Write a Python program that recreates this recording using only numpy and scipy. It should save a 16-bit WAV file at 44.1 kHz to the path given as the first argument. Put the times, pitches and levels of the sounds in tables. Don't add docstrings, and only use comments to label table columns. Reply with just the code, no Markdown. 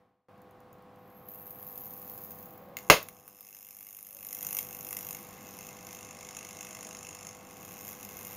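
import sys
import numpy as np
from scipy import signal
from scipy.fft import rfft, irfft
from scipy.io import wavfile

SR = 44100
rng = np.random.default_rng(int(sys.argv[2]) if len(sys.argv) > 2 else 0)


def put_to_file(sound):
    columns = np.atleast_2d(sound).T
    safe = np.clip(columns, -1, 1)
    whole_steps = np.round(safe * 32767)
    wavfile.write(sys.argv[1], SR, whole_steps.astype(np.int16))


N = 368676
TIME = np.arange(N) / SR
MAINS_HZ, CREST_S = 49.9835, .0077
STRIKE_S = 2.769
BANG_S = 2.8999

# [f/Hz, width/Hz, level/dB]
BOARD_COLOUR = [(1130, 130, 4), (1680, 70, 1.5), (2095, 82, 9.5), (2640, 130, 8), (3960, 990, -3.5),
                (5300, 130, 2), (6565, 210, 7.5), (7104, 120, 6.5), (7940, 330, -15.5), (8800, 150, 2.5),
                (9450, 320, -2), (10310, 230, 5)]
# [t/s, rasp level/dB, gas jet level/dB]
ARC_LEVELS = [(3.12, -67.5, -63), (3.63, -58, -50.5), (4.15, -59.5, -49), (4.5, -46.5, -39.5),
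              (4.61, -48, -37.5), (4.66, -55, -47.5), (5.07, -49.5, -43.5), (5.32, -58, -57),
              (5.67, -52, -53.5), (5.8, -56, -59), (5.93, -48, -52), (6.09, -51.5, -61.5),
              (6.59, -48, -57.5), (7.31, -50, -61.5), (7.39, -58.5, -63), (7.91, -50.5, -46.5),
              (7.95, -54.5, -54), (8.35, -51.5, -45.5)]
# [t/s, level/dB above the running level, settling time/s]
FLARES = [(2.769, 9, .15), (2.9, 35.5, 0.054)]
# [t/s, share 0-1]
BOTH_WAYS = [(2.77, 0.89), (3.3, 0.85), (3.55, 0.3), (5.15, 0.02), (5.4, 1), (5.85, 0), (7.3, 0), (7.55, 1)]
# [f/Hz, relative level/dB]
RASP_SPECTRUM = [(200, -17.5), (1000, -4.5), (2000, -2.5), (2700, 1), (3600, -1), (4500, -6.5), (5700, 5),
                 (7200, 3), (9000, -3.5), (10600, -2.5), (12000, -14), (16000, -20)]
# [f/Hz, width/Hz, level/dB]
RASP_PEAKS = [(1650, 200, -1.5), (4260, 440, -1.5), (5220, 56, 2.5)]
# [f/Hz, relative level/dB]
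JET_SPECTRUM = [(2000, -35), (7000, -27), (9000, -14.5), (10500, -6.5), (11400, -6), (12400, -1),
                (13000, -4), (13700, 4.5), (14400, -1), (15000, -8.5), (16000, -17.5)]


def arc():
    s, rasp_db, jet_db = np.transpose(ARC_LEVELS)
    flare_db = 0
    for start, db, settle_s in FLARES:
        flare_db = flare_db + db * (TIME >= start) * np.exp(-np.abs(TIME - start) / settle_s)

    one_way = mains_gate(width_s=.0038, weak_db=-14, uneven_db=1.7, between_db=-22)
    two_way = mains_gate(width_s=.004, weak_db=-2.0, uneven_db=3.0, between_db=-21.0)
    share = np.clip(np.interp(TIME, *np.transpose(BOTH_WAYS)), 0, 1)
    polarity_mix = (1 - share) * one_way + share * two_way
    current = (TIME >= STRIKE_S) * from_db(flare_db) * polarity_mix

    rasp_noise = from_db(np.interp(TIME, s, rasp_db)) * current * grains()
    jet_noise = from_db(np.interp(TIME, s, jet_db)) * current * grains()
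    rasping = from_db(0.1) * shape(rasp_noise, RASP_SPECTRUM, BOARD_COLOUR + RASP_PEAKS)
    jetting = from_db(-0.6) * shape(jet_noise, JET_SPECTRUM, BOARD_COLOUR)
    return rasping + jetting


# [t/s, level/dB against a plain strong half-cycle]
SPITS = [(1.288, 8), (1.348, 8), (1.468, 7), (1.508, 9.5), (1.778, 9), (4.249, 3), (4.329, 6), (4.349, 4.5),
         (4.429, 4), (4.469, 3), (4.529, 4.5), (4.569, 5), (4.589, 8.5), (4.909, 4.5), (4.929, 8),
         (4.969, 8), (5.109, 7.5), (5.149, 7), (6.369, 6), (6.509, 3), (6.609, 4), (7.149, 5)]


def mains_gate(width_s, weak_db, uneven_db, between_db):
    nearest = np.round(half_cycles(TIME)).astype(int)
    from_crest_s = (half_cycles(TIME) - nearest) / (2 * MAINS_HZ)
    count = nearest[-1] + 1
    uneven = uneven_db * np.clip(rng.standard_normal(count), -2, 2)
    crest_db = uneven + weak_db * (np.arange(count) % 2)
    for s, db in SPITS:
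        crest_db[round(half_cycles(s))] = db
    conducting = np.exp(-(2 * from_crest_s / width_s) ** 4)
    return rms_one(from_db(crest_db)[nearest] * conducting + from_db(between_db))


def half_cycles(s):
    return (s - CREST_S) * 2 * MAINS_HZ + 2


DRYING_S = 1.4

# [t/s, sizzle level/dB]
SIZZLE_LEVELS = [(0.9, -96), (0.992, -74.5), (1.274, -58), (1.284, -51), (1.734, -47.5), (1.786, -45),
                 (1.826, -45), (2.35, -47.5), (2.74, -68.5)]
# [f/Hz, relative level/dB]
SIZZLE_SPECTRUM = [(500, -44.5), (2500, -24), (5000, -22), (7000, -21), (9000, -25), (10500, -16.5),
                   (11600, -6.5), (12600, -5.5), (14000, -3), (15300, -1.5), (16000, -7.5)]
# [f/Hz, width/Hz, level/dB]
WET_PEAKS = [(6200, 1300, -5), (12700, 730, 8.4)]
# [f/Hz, width/Hz, level/dB]
DRY_PEAKS = [(4330, 70, 7), (4950, 60, 8), (6200, 1300, 2), (14800, 450, 4)]


def sizzle():
    gate = mains_gate(width_s=.0042, weak_db=0.0, uneven_db=3.5, between_db=-13.0)
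    boil = gains(SIZZLE_LEVELS)[0] * (TIME < STRIKE_S) * gate
    dryness = ramp(DRYING_S, length_s=1.4)
    wet_noise = boil * np.sqrt(1 - dryness) * grains()
    dry_noise = boil * np.sqrt(dryness) * grains()
    wet = shape(wet_noise, SIZZLE_SPECTRUM, BOARD_COLOUR + WET_PEAKS)
    dried = shape(dry_noise, SIZZLE_SPECTRUM, BOARD_COLOUR + DRY_PEAKS)
    return from_db(0.5) * (wet + dried)


# [f/Hz, relative level/dB]
BANG_SPECTRUM = [(30, -12), (90, -8.5), (170, 4), (240, -12.5), (450, -0.5), (850, 2), (1100, 2.5),
                 (1800, -4), (2600, -3.5), (3500, -11), (6000, -18), (10000, -21.5), (13000, -17.5),
                 (16000, -26.5)]
# [f/Hz, relative level/dB]
SCATTER_SPECTRUM = [(25, -9.5), (60, -6.5), (150, -6), (240, -12.5), (600, 6.5), (800, -5.5), (1100, 0.5),
                    (1700, -4), (2600, -3.5), (3600, -3), (5500, -8), (7200, -14.5), (11000, -16),
                    (14200, -14), (16000, -14)]
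# [f/Hz, width/Hz, level/dB]
SCATTER_PEAKS = [(250, 60, 4), (1250, 120, -2), (2090, 69, -3), (4100, 610, 2.5)]
# [f/Hz, relative level/dB]
BANG_MODES = [(169, -7.5), (305, -7), (439, -1), (525, -3), (581, -5), (656, 0), (745, -7), (995, -5.5),
              (1041, -8.5), (1110, -6.5), (1168, -4.5), (1280, -9), (1470, -7.5), (1632, -4.5),
              (2016, -5.5), (2110, -10), (2174, -5.5), (2516, -3.5), (2650, -2), (2740, -7), (3004, -7.5),
              (6500, -5.5)]
# [delay t/s, level/dB]
ECHOES = [(.0018, -17.5), (.0087, -14)]


def bang(start, ring_t60):
    pulse = np.zeros(N)
    pulse[round(start * SR)] = from_db(19.0)
    for delay_s, db in ECHOES:
        pulse[round((start + delay_s) * SR)] = from_db(17.5 + db)

    short_scatter = from_db(-10.5) * dying(start, t60=0.018)
    long_scatter = from_db(-13.0) * dying(start, t60=0.21)
    scatter = grains() * (short_scatter + long_scatter)

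    modes = np.zeros(N)
    for k, (hz, db) in enumerate(BANG_MODES):
        sign = (-1) ** k
        modes += sign * from_db(db) * np.cos(2 * np.pi * hz * (TIME - start))
    ringing = from_db(-19) * dying(start, ring_t60) * modes

    shaped_pulse = shape(pulse, BANG_SPECTRUM, BOARD_COLOUR)
    shaped_scatter = shape(scatter, SCATTER_SPECTRUM, BOARD_COLOUR + SCATTER_PEAKS)
    return shaped_pulse + shaped_scatter + ringing


# [t/s, treble level/dB, body level/dB against the treble]
CRACKS = [(.418, -48, -20), (.729, -40.5, -14), (2.769, -21.5, 6), (2.7875, -30, 1), (3.0285, -25, -16),
          (3.0865, -23, -5.5), (3.2785, -28.5, -10.5), (3.408, -26, -16)]
# [f/Hz, relative level/dB]
CRACK_SPECTRUM = [(200, -23), (700, -7.5), (1200, 4.5), (2500, 2), (5000, 0), (9000, -6), (12500, 3),
                  (15000, 9), (16000, -3.5)]


def cracks(t60, split_hz):
    noise = rng.standard_normal(N)
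    s, treble_db, body_db = np.transpose(list(CRACKS) + ticks())
    snap = from_db(-60 * TIME[:SR // 20] / t60)
    high_pass = signal.butter(4, split_hz, "high", fs=SR, output="sos")
    low_pass = signal.butter(4, split_hz, "low", fs=SR, output="sos")
    treble = signal.sosfilt(high_pass, noise * bursts(s, treble_db, snap) + 1e-18)
    body = signal.sosfilt(low_pass, noise * bursts(s, treble_db + body_db, snap) + 1e-18)
    return from_db(-5.0) * shape(treble + body, CRACK_SPECTRUM, BOARD_COLOUR)


OPEN_S = .285
TICKS_PER_S, TICK_BODY_DB = 8, -20
TICK_DB, TICK_SPREAD_DB = -54.5, 4


def ticks():
    rows = []
    for slot in np.arange(OPEN_S, DRYING_S, 1 / TICKS_PER_S):
        s = slot + rng.random() / TICKS_PER_S
        level_db = TICK_DB + TICK_SPREAD_DB * rng.standard_normal()
        rows.append((s, level_db, TICK_BODY_DB))
    return rows


# [t/s, level/dB]
BURN_LEVELS = [(3.0, -83), (4.0, -76), (4.4, -62.5), (5.2, -55.5), (6.2, -56), (7.3, -59), (8.36, -52.5)]
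# [f/Hz, relative level/dB]
BURN_SPECTRUM = [(30, -19), (70, -2.5), (100, 2), (130, -10), (190, 7.5), (260, -3), (500, -6.5),
                 (1100, -8.5), (1700, -12.5), (2600, -13.5), (4000, -15), (9000, -22), (16000, -44)]


def burning():
    return gains(BURN_LEVELS)[0] * shape(rng.standard_normal(N), BURN_SPECTRUM, BOARD_COLOUR)


# [start t/s, end t/s, f/Hz, width/Hz, rms level/dB at full swell]
WHISTLES = [(2.608, 2.784, 555, 38, -59), (3.1, 3.8, 5200, 110, -76), (4.06, 4.284, 556, 18, -66),
            (6.5, 7.1, 633, 16, -64.5), (7.55, 7.9, 751, 17, -64.5)]


def whistles():
    out = np.zeros(N)
    for start, end, hz, width_hz, db in WHISTLES:
        edges_hz = [hz - width_hz / 2, hz + width_hz / 2]
        band = signal.butter(2, edges_hz, "band", fs=SR, output="sos")
        swell = np.sqrt(np.abs(np.sin(np.pi * ramp(start, end - start))))
        out += from_db(db) * swell * rms_one(signal.sosfilt(band, rng.standard_normal(N)))
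    return out


ROOM_T60_S = .24


def room(x, wet_db):
    age = TIME[:SR // 2]
    tail = rng.standard_normal(len(age)) * from_db(-60 * age / ROOM_T60_S) * (age > .002)
    response = from_db(wet_db) * tail / np.linalg.norm(tail)
    response[0] = 1
    for delay_s, db in ECHOES:
        response[round(delay_s * SR)] += from_db(db)
    return signal.oaconvolve(x, response)[:N]


# [f/Hz, rms level/dB]
HUM_TONES = [(100, -70.5), (200, -68), (500, -61), (650, -71.5), (700, -70), (750, -70), (800, -65),
             (900, -74), (1000, -72), (1050, -73.5), (1100, -68), (1200, -75), (1250, -77)]
# [f/Hz, relative level/dB]
AIR_SPECTRUM = [(25, -15.5), (60, -10), (100, -2.5), (180, 2.5), (270, -2.5), (450, -4.5), (750, -7),
                (1100, -10.5), (1600, -14), (3000, -24), (5000, -32), (8000, -39.5), (15000, -34.5)]


def background():
    hum = np.zeros(N)
    for hz, db in HUM_TONES:
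        exact_hz = round(hz / MAINS_HZ) * MAINS_HZ
        cycles = exact_hz * TIME + rng.random()
        hum += from_db(db) * np.sqrt(2) * np.sin(2 * np.pi * cycles)
    air = from_db(-55.2) * shape(rng.standard_normal(N), AIR_SPECTRUM)
    return background_gain() * (from_db(2.0) * hum + air)


# [f/Hz, relative level/dB]
DIFFUSE_SPECTRUM = [(40, -6), (180, 2), (400, 2), (750, 1), (1300, -3.5), (2400, -9.5), (4400, -19),
                    (8000, -30), (15000, -20.5)]


def diffuse_air():
    return from_db(-70.5) * background_gain() * shape(rng.standard_normal(N), DIFFUSE_SPECTRUM)


FAINT_DB, FADE_DB_PER_S = -11.5, 73
SWELL_S, SWELL_DB = 1.88, 4
SINK_S, LOW_S, RETURN_S = .6, 0.56, 0.42
SUNK_DB, SETTLED_DB = -15.5, -1


def background_gain():
    faint_db = FAINT_DB - FADE_DB_PER_S * TIME
    swelling_db = SWELL_DB * (ramp(OPEN_S, SWELL_S) - 1)
    opening_db = np.where(TIME < OPEN_S, faint_db, swelling_db)
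    back = ramp(BANG_S + SINK_S + LOW_S, RETURN_S)
    sinking_db = SUNK_DB * ramp(BANG_S, SINK_S) * (1 - back)
    return from_db(opening_db + sinking_db + SETTLED_DB * back)


def from_db(db):
    return 10 ** (np.asarray(db) / 20)


def rms_one(x):
    return x / np.sqrt(np.mean(x ** 2) + 1e-20)


def ramp(start, length_s):
    return np.clip((TIME - start) / length_s, 0, 1)


def gains(rows):
    s, *columns = np.transpose(rows)
    return [from_db(np.interp(TIME, s, column, left=-np.inf)) for column in columns]


def dying(start, t60):
    return (TIME >= start) * from_db(-60 * np.clip((TIME - start) / t60, 0, 2))


def bursts(starts, levels_db, envelope):
    out = np.zeros(N + len(envelope))
    for s, db in zip(starts, levels_db):
        at = max(round(s * SR), 0)
        out[at:at + len(envelope)] += from_db(db) * envelope
    return out[:N]


def grains():
    spread_db = 4.0
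    sizes = from_db(spread_db * rng.standard_normal(N))
    return rms_one(rng.standard_normal(N) * sizes)


def shape(x, spectrum, peaks=(), size=4096):
    hz = np.maximum(np.fft.rfftfreq(size, 1 / SR), 1)
    points_hz, points_db = np.transpose(spectrum)
    db = np.interp(np.log(hz), np.log(points_hz), points_db)
    for centre, width, peak_db in peaks:
        db = db + peak_db * np.exp(-.5 * ((hz - centre) / width) ** 2)
    cepstrum = irfft(np.log(from_db(db)))
    response = irfft(np.exp(rfft(2 * cepstrum[:size // 2], size)))
    return signal.oaconvolve(x, response / np.linalg.norm(response))[:N]


def scene():
    board = sizzle() + arc() + cracks(t60=.008, split_hz=6800)
    mid = room(board, wet_db=-8.5) + bang(start=BANG_S, ring_t60=0.17)
    mid = mid + burning() + whistles() + background()
    side = diffuse_air()
    return np.stack([mid + side, mid - side])


CUTOFF_HZ = 15600


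def record(dry):
    clipped = np.clip(dry, -.95, .95)
    low_pass = signal.ellip(10, .1, 80, CUTOFF_HZ, fs=SR, output="sos")
    return signal.sosfilt(low_pass, clipped)


dry = scene()
out = record(dry)
put_to_file(out)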